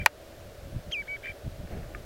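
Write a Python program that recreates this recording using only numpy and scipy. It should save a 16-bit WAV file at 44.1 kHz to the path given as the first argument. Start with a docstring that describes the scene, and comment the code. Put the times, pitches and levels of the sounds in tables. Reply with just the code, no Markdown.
"""A wading bird whistles on a marsh shore: the end of one note, then a falling note and two level pips.
Its voice is a nearly pure vibration, a little rough at times, shaped by its throat and bill.
Gusts bump the microphone over a low murmur of wind, a thin hiss and a soft rustle.
A handled camera gives one sharp snap, which briefly turns all the sound down, and later faint ticks."""
import sys
import numpy as np
from scipy import signal
from scipy.fft import rfft, irfft
from scipy.io import wavfile
from scipy.ndimage import uniform_filter1d

SR = 44100
rng = np.random.default_rng(int(sys.argv[2]) if len(sys.argv) > 2 else 0)


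def output_pcm(signal):
    """Save a mono or channel-first signal as 16-bit PCM at the path in sys.argv[1].

    Samples are clipped to [-1, 1] before scaling.
    """
    pcm = np.clip(np.atleast_2d(signal).T, -1, 1) * 32767
    wavfile.write(sys.argv[1], SR, np.round(pcm).astype(np.int16))


N = 90404

# Short, level notes. Effort is the strength of the voice before the throat shapes it.
# start_s, length_s, pitch_hz, effort_db, roughness (0 to 1), flutter_db
PIP_NOTES = [(-.040, 0.07, 2366, -36.5, 0.42, -16), (1.085, 0.074, 2277, -32, .02, -22.5),
             (1.24, 0.071, 2348, -34, 0.3, -17)]
# Path of the falling note: time_s, pitch_hz, effort_db, overtone_boost_db
SLUR_PATH = [(.911, 1340, -53, 9), (0.913, 1426, -38, 13), (0.917, 1850, -39, 18.5),
             (0.9212, 2440, -39.5, 22), (0.9226, 3224, -30.5, 10.5), (.930, 3215, -25.5, 6.5),
             (0.935, 3145, -24.5, -2), (.948, 2550, -29.5, 6), (0.958, 2453, -29.5, 0),
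             (.972, 2340, -31.5, -1), (1.000, 2290, -30, -5), (1.014, 2276, -33, -8), (1.02, 2210, -43, -5),
             (1.024, 1663, -34.5, -2), (1.037, 1400, -43, 1)]
# Strength of the voice's second and third harmonics: gain_db
HARMONIC_GAINS = [-15, -16.5]
# How the throat and bill favour some pitches: frequency_hz, gain_db
THROAT_SHAPE = [(800, -44), (1450, -14.5), (1700, -9), (2230, 0.5), (3200, -2), (3800, -10), (4500, -11),
                (5300, -15), (6400, -10.5), (6800, -24), (10000, -41)]
# Tone colour of the rasp in a rough note: frequency_hz, gain_db
RASP_SHAPE = [(1400, -23), (1650, -2), (2300, 0), (2650, -15), (3200, -11), (4200, -25), (7000, -37)]

# Gusts hitting the microphone: peak_s, half_width_s, level_db
WIND_GUSTS = [(.01, 0.031, -36.5), (0.461, 0.064, -46.5), (.70, 0.086, -43), (0.766, 0.022, -34.5),
              (0.882, 0.021, -40), (1.016, 0.016, -45.5), (1.12, 0.072, -51.5), (1.302, 0.012, -42),
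              (1.469, .018, -32), (1.53, 0.029, -43), (1.602, 0.015, -37), (1.648, 0.013, -36.5),
              (1.757, 0.027, -36), (1.83, 0.044, -40.5), (1.98, 0.047, -43.5)]
# Deep rumble of a gust: frequency_hz, gain_db
RUMBLE_SHAPE = [(10, -8), (25, 1.5), (45, 1.5), (75, 1.5), (115, -1), (160, -11), (260, -28.5), (450, -44),
                (1000, -66), (3000, -90)]
# Higher rumble that strong gusts bring out: frequency_hz, gain_db
UPPER_RUMBLE_SHAPE = [(40, -30), (90, -23.5), (130, 2), (190, -0.5), (260, -9.5), (450, -23.5), (1000, -38),
                      (3000, -78)]
# Steady hiss of the air: frequency_hz, gain_db
HISS_SHAPE = [(100, -23), (250, -10.5), (420, -6), (480, -6), (580, -3), (700, -6.5), (850, -16),
              (1000, -17.5), (1500, -16), (2200, -20), (3900, -22), (9000, -30), (16000, -30.5)]
# Hollow tones in the wind's murmur: pitch_hz, width_hz, level_db
MURMUR_BANDS = [(335, 8.3, -67.5), (393, 20, -67), (586, 46, -56), (647, 17, -61.5)]
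# How the rustle fades and swells: time_s, level_db
RUSTLE_LEVELS = [(0, -51), (.15, -62), (1.3, -72), (1.62, -77), (1.72, -39), (1.83, -48), (1.88, -49.5),
                 (1.95, -46), (2.05, -59.5)]
# Tone colour of the rustle: frequency_hz, gain_db
RUSTLE_SHAPE = [(100, 13), (220, 5.5), (400, 7.5), (700, 5.5), (1000, -14), (1600, -6.5), (2600, -12.5),
                (4000, -31), (9000, -30)]

# Tones the camera rings with when it snaps: pitch_hz, gain_db, fade_s (time to fall by 60 dB)
SNAP_TONES = [(560, -20.5, 0.012), (886, -10, 0.02), (1139, -18, 0.029), (1320, -26, 0.017),
              (1523, -9.5, 0.016), (1880, -8, 0.01), (2423, -7, 0.012), (2880, -21, 0.02),
              (3360, -13, 0.0049), (4180, -23.5, 0.017), (4660, -16, 0.009), (5930, -18, 0.0051),
              (7080, -21, 0.01), (8100, -20.5, 0.0058), (9370, -27.5, 0.0089), (11070, -12, 0.0035),
              (15500, -17.5, .004)]
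# Rattle after the snap: frequency_hz, gain_db
RATTLE_SHAPE = [(100, -37), (500, -15), (900, -4), (2400, -10), (3500, -17), (5000, -25), (10000, -38),
                (16000, -40)]
# Faint ticks from handling the camera: start_s, gain_db
TICK_HITS = [(1.6734, -48.5), (1.7755, -50), (1.7965, -59), (1.832, -48.5), (1.844, -51), (1.948, -33)]
# Tones each tick rings with: pitch_hz, gain_db, fade_s (time to fall by 60 dB)
TICK_TONES = [(1222, -7, 0.084), (1500, 1, 0.017), (1750, 1, 0.025), (2250, 1.5, 0.015), (2670, -7, .012)]


def amp(db):
    """Turns decibels into a number to multiply by."""
    return 10 ** (np.asarray(db) / 20)


def unit(x):
    """Scales a signal to an average strength (rms) of 1."""
    return x / np.sqrt(np.mean(x ** 2) + 1e-20)


def gain_at(shape, hz):
    """Looks up a shape table at hz and gives a number to multiply by."""
    table_hz, db = np.transpose(shape)
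    return amp(np.interp(np.log(hz + 1), np.log(table_hz + 1), db))


def filtered_noise(gain, size):
    """Noise of strength 1, with each frequency weighted by the function gain."""
    hz = np.fft.rfftfreq(size, 1 / SR)
    return unit(irfft(rfft(rng.standard_normal(size)) * gain(hz), size))


def noise(shape, size):
    """Noise with the tone colour of a shape table."""
    return filtered_noise(lambda hz: gain_at(shape, hz), size)


def wobble(size, rate_hz=248):
    """A random waver, mostly slower than rate_hz."""
    return filtered_noise(lambda hz: 1 / (1 + (hz / rate_hz) ** 4), size)


def add(mix, start_s, sound):
    """Mixes a sound in at start_s, dropping what falls outside the mix."""
    at = round(start_s * SR)
    sound = sound[max(-at, 0):]
    part = mix[max(at, 0):][:len(sound)]
    part += sound[:len(part)]


def whistle(hz, effort_db, bright_db, rough, flutter_db):
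    """The bird's voice: a nearly pure vibration with some rasp, shaped by the throat and bill."""
    flutter_hz, catches_per_s, catch_s = 745, 380 * rough, 0.0016
    size = len(hz)
    t = np.arange(size) / SR
    phase = 2 * np.pi * np.cumsum(hz * (1 + 0.03 * rough * wobble(size))) / SR
    # A second, slower vibration adds a tone on each side of the pitch.
    flutter = 2 * np.pi * np.cumsum(flutter_hz * (1 + 0.02 * wobble(size))) / SR
    side_tones = amp(flutter_db) * (np.sin(phase - flutter) + 0.72 * np.sin(phase + flutter))
    # Each brief catch in the voice dips the tone and spits a puff of rasp.
    catch_times = t[rng.random(size) < catches_per_s / SR]
    catches = sum(np.exp(-((t - s) / catch_s) ** 2) for s in catch_times)
    tone = np.sin(phase) * (1 + 0.5 * rough * wobble(size)) * np.exp(-1.2 * catches)
    rasp = rough * (0.42 + 1.4 * catches) * noise(RASP_SHAPE, size)
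    overtones = sum(amp(db + bright_db) * gain_at(THROAT_SHAPE, k * hz) * np.sin(k * phase)
                    for k, db in enumerate(HARMONIC_GAINS, 2))
    voice = gain_at(THROAT_SHAPE, hz) * (tone + side_tones + rasp) + overtones
    fade = np.minimum(np.minimum(t, t[::-1]) / 0.0012, 1)
    return fade * amp(effort_db) * voice


def bird_pips():
    """Each pip jumps from a weak, low, buzzy voice up to its pitch, swells, fades and drops back."""
    low_hz, arch_hz, jump_s, edge_s = 1572, 35, 0.006, 0.014
    peak = 0.62  # how far through the held note the effort and pitch are highest
    out = np.zeros(N)
    for start_s, length_s, pitch_hz, effort_db, roughness, flutter_db in PIP_NOTES:
        t = np.arange(-edge_s, length_s + edge_s, 1 / SR)
        outside_s = np.maximum(np.maximum(-t, t - length_s), 0)
        progress = np.clip(t / length_s, 0, 1)
        low_voice = 1 - 1 / (1 + (outside_s / jump_s) ** 6)  # 0 while held, near 1 at both ends
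        held_hz = pitch_hz - arch_hz * ((progress - peak) / peak) ** 2
        hz = held_hz + (low_hz - held_hz) * low_voice
        from_peak = np.maximum((peak - progress) / peak, (progress - peak) / (1 - peak))
        swell_db = -4.5 * from_peak ** 3
        edge_db = -8.5 * (1 - np.exp(-outside_s / 0.004)) + 7 * low_voice
        bright_db = -6 + 8 * low_voice
        rough = roughness * np.exp(-0.39 * progress)  # the voice gets clearer as it is held
        note = whistle(hz, effort_db + swell_db + edge_db, bright_db, rough, flutter_db)
        add(out, start_s - edge_s, note)
    return out


def gusts():
    """Wind bumps the microphone: a deep rumble that swells with each gust, brighter in strong ones."""
    lull_db, strong_db = -55.5, -35
    t = np.arange(N) / SR
    power = sum(amp(db) ** 2 * np.exp(-((t - s) / width) ** 2) for s, width, db in WIND_GUSTS)
    strength = np.sqrt(amp(lull_db) ** 2 + power)
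    upper_strength = amp(-40) * (strength / amp(strong_db)) ** 1.57
    return strength * noise(RUMBLE_SHAPE, N) + upper_strength * noise(UPPER_RUMBLE_SHAPE, N)


def murmur():
    """The wind's low, hollow murmur: a few narrow bands of noise."""
    return sum(amp(db) * filtered_noise(lambda hz: 1 / (1 + (2 * (hz - pitch_hz) / width_hz) ** 2), N)
               for pitch_hz, width_hz, db in MURMUR_BANDS)


def rustle():
    """Soft noise that dies away at the start and comes back near the end."""
    level_db = np.interp(np.arange(N) / SR, *np.transpose(RUSTLE_LEVELS))
    return amp(level_db) * noise(RUSTLE_SHAPE, N)


def hiss(level_db=-50.5):
    """The thin, steady hiss of the air."""
    return amp(level_db) * noise(HISS_SHAPE, N)


def ring(tones, rise_cycles):
    """A knocked part rings with dying tones; high ones start faster, and every other one is flipped."""
    t = np.arange(SR // 8) / SR
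    out = np.zeros(len(t))
    for k, (hz, db, fade_s) in enumerate(tones):
        rise = 1 - np.exp(-t * hz / rise_cycles)
        out += (-1) ** k * rise * amp(db - 60 * t / fade_s) * np.sin(2 * np.pi * hz * t)
    return out


def camera_snap():
    """A camera part snaps with a crack, rings and rattles, and bounces once, softer and duller."""
    start_s, bounce_delay_s = 0.0608, 0.00208
    crack_fade_s, rattle_fade_s = 0.0032, 0.054
    body = amp(1.5) * ring(SNAP_TONES, rise_cycles=0.44)
    t = np.arange(len(body)) / SR
    crack = amp(-20 - 60 * t / crack_fade_s) * rng.standard_normal(len(t))
    rattle = amp(-22 - 60 * t / rattle_fade_s) * noise(RATTLE_SHAPE, len(t))
    bounce = amp(-6) * signal.lfilter(*signal.butter(1, 2560, fs=SR), body)  # duller above 2560 Hz
    out = np.zeros(N)
    add(out, start_s, body + crack + rattle)
    add(out, start_s + bounce_delay_s, bounce)
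    return out


def bird_slur():
    """The bird's whistle leaps up, then slides down in pitch."""
    times, *columns = np.transpose(SLUR_PATH)
    t = np.arange(times[0], times[-1], 1 / SR)
    hz, effort_db, bright_db = [np.interp(t, times, column) for column in columns]
    smooth_hz = uniform_filter1d(hz, size=90)
    out = np.zeros(N)
    add(out, times[0], whistle(smooth_hz, effort_db, bright_db, rough=0.008, flutter_db=-46))
    return out


def camera_ticks():
    """Light knocks from handling make the camera ring faintly."""
    out = np.zeros(N)
    for start_s, gain_db in TICK_HITS:
        add(out, start_s, amp(gain_db) * ring(TICK_TONES, rise_cycles=1.0))
    return out


def scene():
    """Bird, camera, wind and background, mixed into one channel."""
    bird = bird_slur() + bird_pips()
    camera = camera_snap() + camera_ticks()
    return (bird + camera + gusts() + murmur() + rustle() + hiss())[None]


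def record(dry):
    """An automatic volume control dips after a loud sound and recovers; the highest treble is cut."""
    threshold_db, dip_share, smooth_s, cutoff_hz = -28, 0.27, 0.014, 16000
    lag = np.exp(-1 / (smooth_s * SR))
    smoother = [1 - lag], [1, -lag]
    level_db = 10 * np.log10(signal.lfilter(*smoother, dry[0] ** 2) + 1e-12)
    # Remember each peak, letting it sink by 79 dB a second.
    sink_db = np.arange(N) * 79 / SR
    peak_db = np.maximum.accumulate(level_db + sink_db) - sink_db
    excess_db = np.maximum(peak_db - threshold_db, 0)
    dipped = dry * amp(-dip_share * signal.lfilter(*smoother, excess_db))
    treble_cut = signal.firwin(255, cutoff_hz, window=("kaiser", 8), fs=SR)
    return signal.oaconvolve(dipped, treble_cut[None], "same")


dry = scene()
out = record(dry)
output_pcm(out)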